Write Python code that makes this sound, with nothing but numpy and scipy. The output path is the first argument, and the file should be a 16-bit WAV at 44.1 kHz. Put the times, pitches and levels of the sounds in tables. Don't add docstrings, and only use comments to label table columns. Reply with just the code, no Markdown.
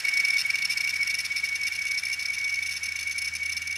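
import sys
import numpy as np
from scipy import signal
from scipy.fft import rfft, irfft
from scipy.io import wavfile
from scipy.ndimage import uniform_filter1d

SR = 44100
rng = np.random.default_rng(int(sys.argv[2]) if len(sys.argv) > 2 else 0)


def boost(x):
    u = np.asarray(x, float) / 20
    return 10 ** u


def put_to_file(sound):
    columns = np.atleast_2d(sound).T
    safe = np.clip(columns, -1, 1)
    whole_steps = np.round(safe * 32767)
    wavfile.write(sys.argv[1], SR, whole_steps.astype(np.int16))


N = 166257

# start_s, length_s, chatter_db
SKIPS = [(0.0, 0.0089, -30.5), (0.05, 0.0046, -27), (0.082, 0.013, -29), (0.136, 0.0078, -30),
         (0.171, 0.0085, -27.5), (0.198, 0.011, -29), (0.248, 0.0089, -27.5), (0.282, 0.007, -27.5),
         (0.303, 0.0047, -28), (0.335, 0.0097, -32.0), (0.367, 0.0073, -30.5), (0.38, 0.025, -28),
         (0.403, 0.018, -28), (0.455, 0.017, -41), (0.501, 0.0085, -29), (0.544, 0.0029, -34),
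         (0.554, 0.0058, -26.5), (0.584, 0.0073, -31.5), (0.62, 0.0089, -31.0), (0.647, 0.013, -28),
         (0.703, 0.024, -28.5), (0.772, 0.011, -28.5), (0.805, 0.015, -30.5), (0.841, 0.0088, -30.5),
         (0.873, 0.0089, -31.0), (0.892, 0.019, -30.0), (0.937, 0.0092, -32), (0.957, 0.014, -32.0),
         (1.008, 0.01, -36.5), (1.029, 0.0056, -28.5),
         (1.072, 0.008, -29), (1.097, 0.0204, -30.5), (1.141, 0.013, -28.5), (1.186, 0.0095, -29.5),
                (1.201, 0.0132, -31), (1.249, 0.017, -29.5), (1.317, 0.0098, -36.5), (1.36, 0.014, -31.0),
                (1.371, 0.02, -34), (1.396, 0.0098, -38.5), (1.438, 0.0305, -33), (1.487, 0.008, -32.0),
                (1.526, 0.0035, -38.0), (1.553, 0.0106, -31.5), (1.613, 0.0035, -31),
                (1.632, 0.0077, -31.5), (1.654, 0.0035, -35), (1.667, 0.019, -29.0), (1.721, 0.019, -36),
                (1.751, 0.0165, -32.5), (1.789, 0.0068, -36), (1.816, 0.011, -34.5), (1.852, 0.0033, -29),
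                (1.867, 0.007, -32.5), (1.878, 0.012, -35), (1.91, 0.011, -32), (1.944, 0.011, -37.5),
                (1.974, 0.0267, -33), (2.034, 0.0052, -33.5), (2.051, 0.01, -34.5),
         (2.067, 0.008, -36.5), (2.082, 0.0056, -36), (2.099, 0.0033, -32), (2.115, 0.0048, -38.0),
               (2.126, 0.02, -33), (2.192, 0.014, -35), (2.21, 0.0035, -34.5), (2.224, 0.0099, -33),
               (2.254, 0.012, -33.5), (2.284, 0.004, -36), (2.301, 0.0069, -37.5), (2.331, 0.024, -34.5),
               (2.382, 0.011, -34), (2.399, 0.0039, -40), (2.411, 0.0057, -36), (2.441, 0.009, -34.0),
               (2.465, 0.003, -51), (2.477, 0.0057, -35), (2.493, 0.013, -37), (2.524, 0.006, -37.0),
               (2.54, 0.0075, -33), (2.555, 0.0059, -35), (2.569, 0.003, -44), (2.588, 0.0046, -34.5),
               (2.624, 0.015, -34.5), (2.659, 0.018, -34.0), (2.692, 0.0084, -34), (2.708, 0.021, -32),
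               (2.733, 0.011, -35.5), (2.755, 0.004, -38.0),
         (2.763, 0.018, -34.5), (2.83, 0.016, -34), (2.855, 0.015, -34.5), (2.887, 0.008, -37.0),
              (2.921, 0.0038, -34.5), (2.957, 0.015, -35.5), (2.989, 0.011, -32.5), (3.008, 0.0084, -33),
              (3.027, 0.0079, -32.5), (3.071, 0.012, -36.5), (3.094, 0.0043, -35.5), (3.11, 0.0209, -34.5),
              (3.159, 0.0055, -39), (3.179, 0.015, -31.5), (3.216, 0.012, -34), (3.243, 0.019, -33.5),
              (3.275, 0.014, -34.5), (3.336, 0.006, -36.0), (3.35, 0.02, -33), (3.429, 0.01, -37.0),
              (3.457, 0.0078, -34), (3.493, 0.01, -36), (3.519, 0.016, -32.5), (3.566, 0.016, -33),
              (3.617, 0.012, -36.0), (3.671, 0.0097, -32.5), (3.708, 0.008, -36.5), (3.725, 0.006, -36),
              (3.756, 0.0082, -33.5)]
# start_s, length_s, chatter_db
SLIPS = [
    (0.696, 0.008, -34),
    (0.726, 0.013, -30.5),
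    (1.243, 0.007, -36.5),
]
# swollen_db, choked_db
SONG_LEVELS = [(-42, -59), (-18.5, -37), (-20, -36.5), (-22, -30.5), (-18, -31), (-18.5, -40),
               (-17, -33.5), (-22.0, -26), (-17.5, -44), (-20, -29), (-17.5, -35.0), (-33, -46),
               (-52, -51), (-18.5, -41), (-18.5, -46.5), (-20, -25.5), (-25, -46), (-24, -34.5),
               (-26.5, -31), (-25.5, -47), (-22, -60), (-21, -46), (-21, -44), (-25, -29), (-25, -34),
               (-23, -57), (-21, -45), (-24.5, -39), (-20, -23), (-20.5, -47), (-25, -30.5),
               (-24.5, -37.0), (-23.5, -41.5), (-27, -31), (-33.0, -40.5), (-28.5, -49), (-22.5, -40.0),
               (-24.0, -27.5), (-28, -44), (-24, -53), (-21.5, -42), (-26.5, -37.5), (-22, -31),
               (-24.5, -42.0), (-25.0, -32), (-25, -37), (-24.0, -24), (-34, -49), (-24, -47),
               (-28.5, -47), (-22.5, -36.5), (-23.5, -40.5), (-27.0, -24.5), (-24.5, -31), (-44, -31),
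               (-25.5, -34.5), (-25, -30), (-24.5, -66), (-23.5, -40.5), (-28.0, -46),
               (-21, -39.0), (-30.0, -36), (-24, -34), (-26, -25.5), (-30.0, -40), (-29.0, -38),
                    (-31.0, -32), (-28.0, -50.5), (-24.5, -52), (-26, -32), (-21, -33.5), (-29.5, -43),
                    (-21.5, -50), (-31, -24.5), (-31, -29), (-28, -28), (-25, -27), (-25, -34.5),
                    (-26.5, -35), (-26, -25.5), (-23.5, -36), (-33, -42), (-27, -29.0), (-23, -49),
                    (-24.5, -38.5), (-27.5, -40), (-22.5, -40.0), (-30.0, -37.5), (-44.5, -37.0),
                    (-30, -33), (-32, -54), (-25.5, -36), (-27, -49), (-25.5, -44), (-26.5, -51),
                    (-27, -54), (-25, -44.5), (-29.5, -36), (-30, -43), (-23, -34), (-32, -30),
                    (-26.5, -46), (-25.5, -36), (-28, -39), (-27.5, -31.0), (-33, -40.5), (-25, -47.5),
                    (-26.5, -36.5), (-33, -41.5), (-25.5, -42), (-23.5, -37.5), (-27.5, -35), (-31, -41.5),
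                    (-28, -46.5), (-30, -41.5), (-28, -38.5), (-25, -35), (-26.5, -35), (-30.5, -51)]
# mode_hz, width_hz, level_db
METAL_MODES = [(1952, 79, -17), (2316, 47, -3.5), (2789, 65, -9.5), (3595, 124, -12.5), (4375, 74, -13),
               (4490, 73, -16), (5310, 122, -2), (6190, 96, -6), (8680, 330, -23.5), (10000, 77, -19.5),
               (10496, 90, -13), (13200, 66, -23.5), (14470, 210, -32.5)]
SHINING_MODES = (7, 10)
# frequency_hz, level_db
CHATTER_BODY = [(900, -29), (1500, -11), (2600, -24.5), (5500, 2.5), (6600, -3.5), (7300, -9),
                (11000, -4.5), (15500, -24.5)]
# pitch_hz, level_db
HEAD_WHINE = [(5365, -11), (10520, -18)]
# start_s, length_s, pitch_hz, level_db
SQUEAK = (.459, .011, 3305, -39)
# time_s, nearness_db, top_mode_shine_db
MIC_PATH = [
    (0, 1, -5.5),
    (.8, -1.5, -7.5),
    (2, -3.5, 0),
    (3.77, -5.5, 2.5),
]
# frequency_hz, density_db (per Hz)
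DRAGGED_AIR = [(300, -25), (700, -19.5), (1200, -14.5), (1500, -5.5), (1950, -1.5), (2600, -5), (3300, -12),
               (7000, -16.5)]
# time_s, turns_hz, turn_level_db, overtone_level_db
SPINDLE = [
    (0, 84, -66, -64),
    (.4, 83.5, -66, -57),
    (.85, 83, -58, -53),
    (2.1, 81.8, -63, -62),
    (2.7, 81.4, -57, -60),
    (3.77, 81.2, -54, -60),
]
# multiple_of_turns, level_db
HUM_PARTIALS = [(1, .3), (1.25, -10.5), (2, -10.5), (3.23, -16)]
# frequency_hz, density_db (per Hz)
ROOM_TONE = [(25, -31), (60, -6), (100, -7), (200, -4), (300, -12.5), (900, -27.5), (2000, -51)]


def evened(x):
    return x / np.sqrt(np.mean(x ** 2) + 1e-20)


def curve(table, index):
    table = np.array(table, float)
    return np.interp(np.arange(N) / SR, table[:, 0], table[:, index])


def coloured(x, points):
    hz, db = np.transpose(points)
    bins_hz = np.fft.rfftfreq(N, 1 / SR)
    gain = boost(np.interp(np.log(bins_hz + 1), np.log(hz), db))
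    return irfft(rfft(x) * gain, N)


def drift(span_s):
    size = max(round(span_s * SR), 1)
    once = uniform_filter1d(rng.standard_normal(N), size)
    return evened(uniform_filter1d(once, size))


def sine(hz):
    return np.sin(2 * np.pi * np.cumsum(hz) / SR)


def resonate(x, hz, width_hz):
    r = np.exp(-np.pi * width_hz / SR)
    poles = [1, -2 * r * np.cos(2 * np.pi * hz / SR), r * r]
    return signal.lfilter([1, 0, -1], poles, x) * np.sqrt((1 - r * r) / 2)


def metal(drive, body_db):
    shine = boost(curve(MIC_PATH, index=2))
    modes = np.zeros(N)
    for k, (hz, width_hz, db) in enumerate(METAL_MODES):
        level = boost(db + 1.5 * drift(0.014))
        facing = shine if k in SHINING_MODES else 1
        modes += (-1) ** k * level * resonate(drive, hz, width_hz) * facing
    scale = np.sqrt(sum(boost(db) ** 2 for _, _, db in METAL_MODES))
    return modes / scale + boost(body_db) * coloured(drive, CHATTER_BODY)


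def room():
    return boost(-64.5) * evened(coloured(rng.standard_normal(N), ROOM_TONE))


def spindle():
    turns = 2 * np.pi * np.cumsum(curve(SPINDLE, index=1)) / SR
    levels = {1: boost(curve(SPINDLE, index=2)), 2: boost(curve(SPINDLE, index=3))}
    hum = np.zeros(N)
    for multiple, db in HUM_PARTIALS:
        waver = boost(db + 0.8 * drift(0.12))
        hum += waver * np.sin(multiple * turns) * levels.get(multiple, boost(-58))
    return np.sqrt(2) * hum


def rubbing():
    rub_db, body_db, dull_hz, air_db = -43.5, 2.5, 7400, -40
    uneven_db = 3 * drift(0.0033)
    rub = metal(boost(rub_db + uneven_db) * rng.standard_normal(N), body_db)
    rub = signal.lfilter(*signal.butter(1, dull_hz, fs=SR), rub)
    air_spectrum = DRAGGED_AIR + [(SR / 2, -40)]
    air = boost(air_db) * evened(coloured(rng.standard_normal(N), air_spectrum))
    return (rub + air) * boost(curve(MIC_PATH, index=1))


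def echo(x):
    t60_s, size = 0.22, 8000
    t = np.arange(size) / SR
    tail = rng.standard_normal(size) * boost(-60 * t / t60_s) * (t > 0.002)
    return signal.fftconvolve(x, tail / np.linalg.norm(tail))[:N]


def squeak():
    start_s, length_s, hz, db = SQUEAK
    t = np.arange(N) / SR - start_s
    overtones = ((2, -6), (3, 0), (4, -7))  # multiple, level_db
    tone = sum(boost(d) * np.sin(2 * np.pi * k * hz * t) for k, d in overtones)
    fade = np.clip(np.minimum(t, length_s - t) / 0.0015, 0, 1)
    return boost(db) * tone * fade


def skipping(skips):
    trim_s, tail_s, edge_s = 0.0012, 0.00066, 0.00015
    landing_db, landing_s = 2.5, 0.003
    gate = np.zeros(N)
    for start_s, length_s, db in skips:
        first = round((start_s + trim_s / 2) * SR)
        last = min(round((start_s + length_s - trim_s / 2) * SR), N)
        since = np.arange(last - first)
        gate[first:last] = boost(db + landing_db * np.exp(-since / (landing_s * SR)))
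    fall = np.exp(-1 / (tail_s * SR))
    gate = np.maximum(gate, signal.lfilter([1 - fall], [1, -fall], gate))
    return uniform_filter1d(gate, max(round(edge_s * SR), 1))


def head_whine(gate):
    build_s, rest_db, swell_db = 0.0025, -48, 3.5
    slow = np.exp(-1 / (build_s * SR))
    built = np.minimum(gate, signal.lfilter([1 - slow], [1, -slow], gate))
    built = built + boost(rest_db + curve(MIC_PATH, index=1))
    built = built * boost(swell_db * drift(0.004))
    whine = np.zeros(N)
    for k, (hz, db) in enumerate(HEAD_WHINE):
        tilt = boost(k * curve(MIC_PATH, index=2))
        whine += boost(db) * sine(hz + 40 * drift(0.00426)) * tilt
    return built * whine


def chatter(gate):
    taps_per_s, spread_db, body_db, lift_db = 9000, 2, -3.5, 1.0
    hits = rng.random(N) < taps_per_s / SR
    force = boost(spread_db * np.minimum(rng.exponential(1, N), 5))
    signs = rng.choice([-1., 1.], N)
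    taps = evened(hits * force * signs)
    return metal(boost(lift_db) * gate * taps, body_db) + head_whine(gate)


def song(skips, gate):
    pitch_hz, wander_hz, kick_hz = 2244, 9, 50
    peak_lag_s, linger_s, choke_share = 0.002, 0.01, 0.4
    flutter_db, flutter_s, lift_db = 1.2, 0.005, -0.7
    top = skips[:, 0] + peak_lag_s
    gaps = np.append(np.diff(top), linger_s)
    choked = top + np.minimum(skips[:, 1] + linger_s, choke_share * gaps)
    times = np.ravel([top, choked], "F")
    db = np.interp(np.arange(N) / SR, times, np.ravel(SONG_LEVELS))
    db = db + flutter_db * drift(flutter_s)
    knock = np.minimum(gate / gate.mean() / 4, 1)
    hz = pitch_hz + wander_hz * drift(0.0076) + kick_hz * drift(0.001) * knock
    return np.sqrt(2) * boost(db + lift_db) * sine(hz)


def scene():
    skips = np.array(SKIPS, float)
    gate = skipping(np.vstack([SLIPS, skips]))
    drive = song(skips, gate) + chatter(gate) + squeak()
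    mix = drive + boost(-21) * echo(drive) + rubbing() + spindle() + room()
    return mix[None]


def roll_off(x):
    return signal.sosfilt(signal.butter(12, 15710, fs=SR, output="sos"), x)


def record(dry):
    dip_hz, dip_width_hz, low_hz, edge_hz = 2090, 90, 49, 15700
    dipped = signal.lfilter(*signal.iirnotch(dip_hz, dip_hz / dip_width_hz, SR), dry)
    low_cut = signal.butter(2, low_hz, "high", fs=SR, output="sos")
    dipped = signal.sosfilt(low_cut, dipped)
    edge = signal.firwin(401, edge_hz, window=("kaiser", 9), fs=SR)
    mix = signal.oaconvolve(dipped, edge[None], "same")
    return roll_off(mix)


dry = scene()
out = record(dry)
put_to_file(out)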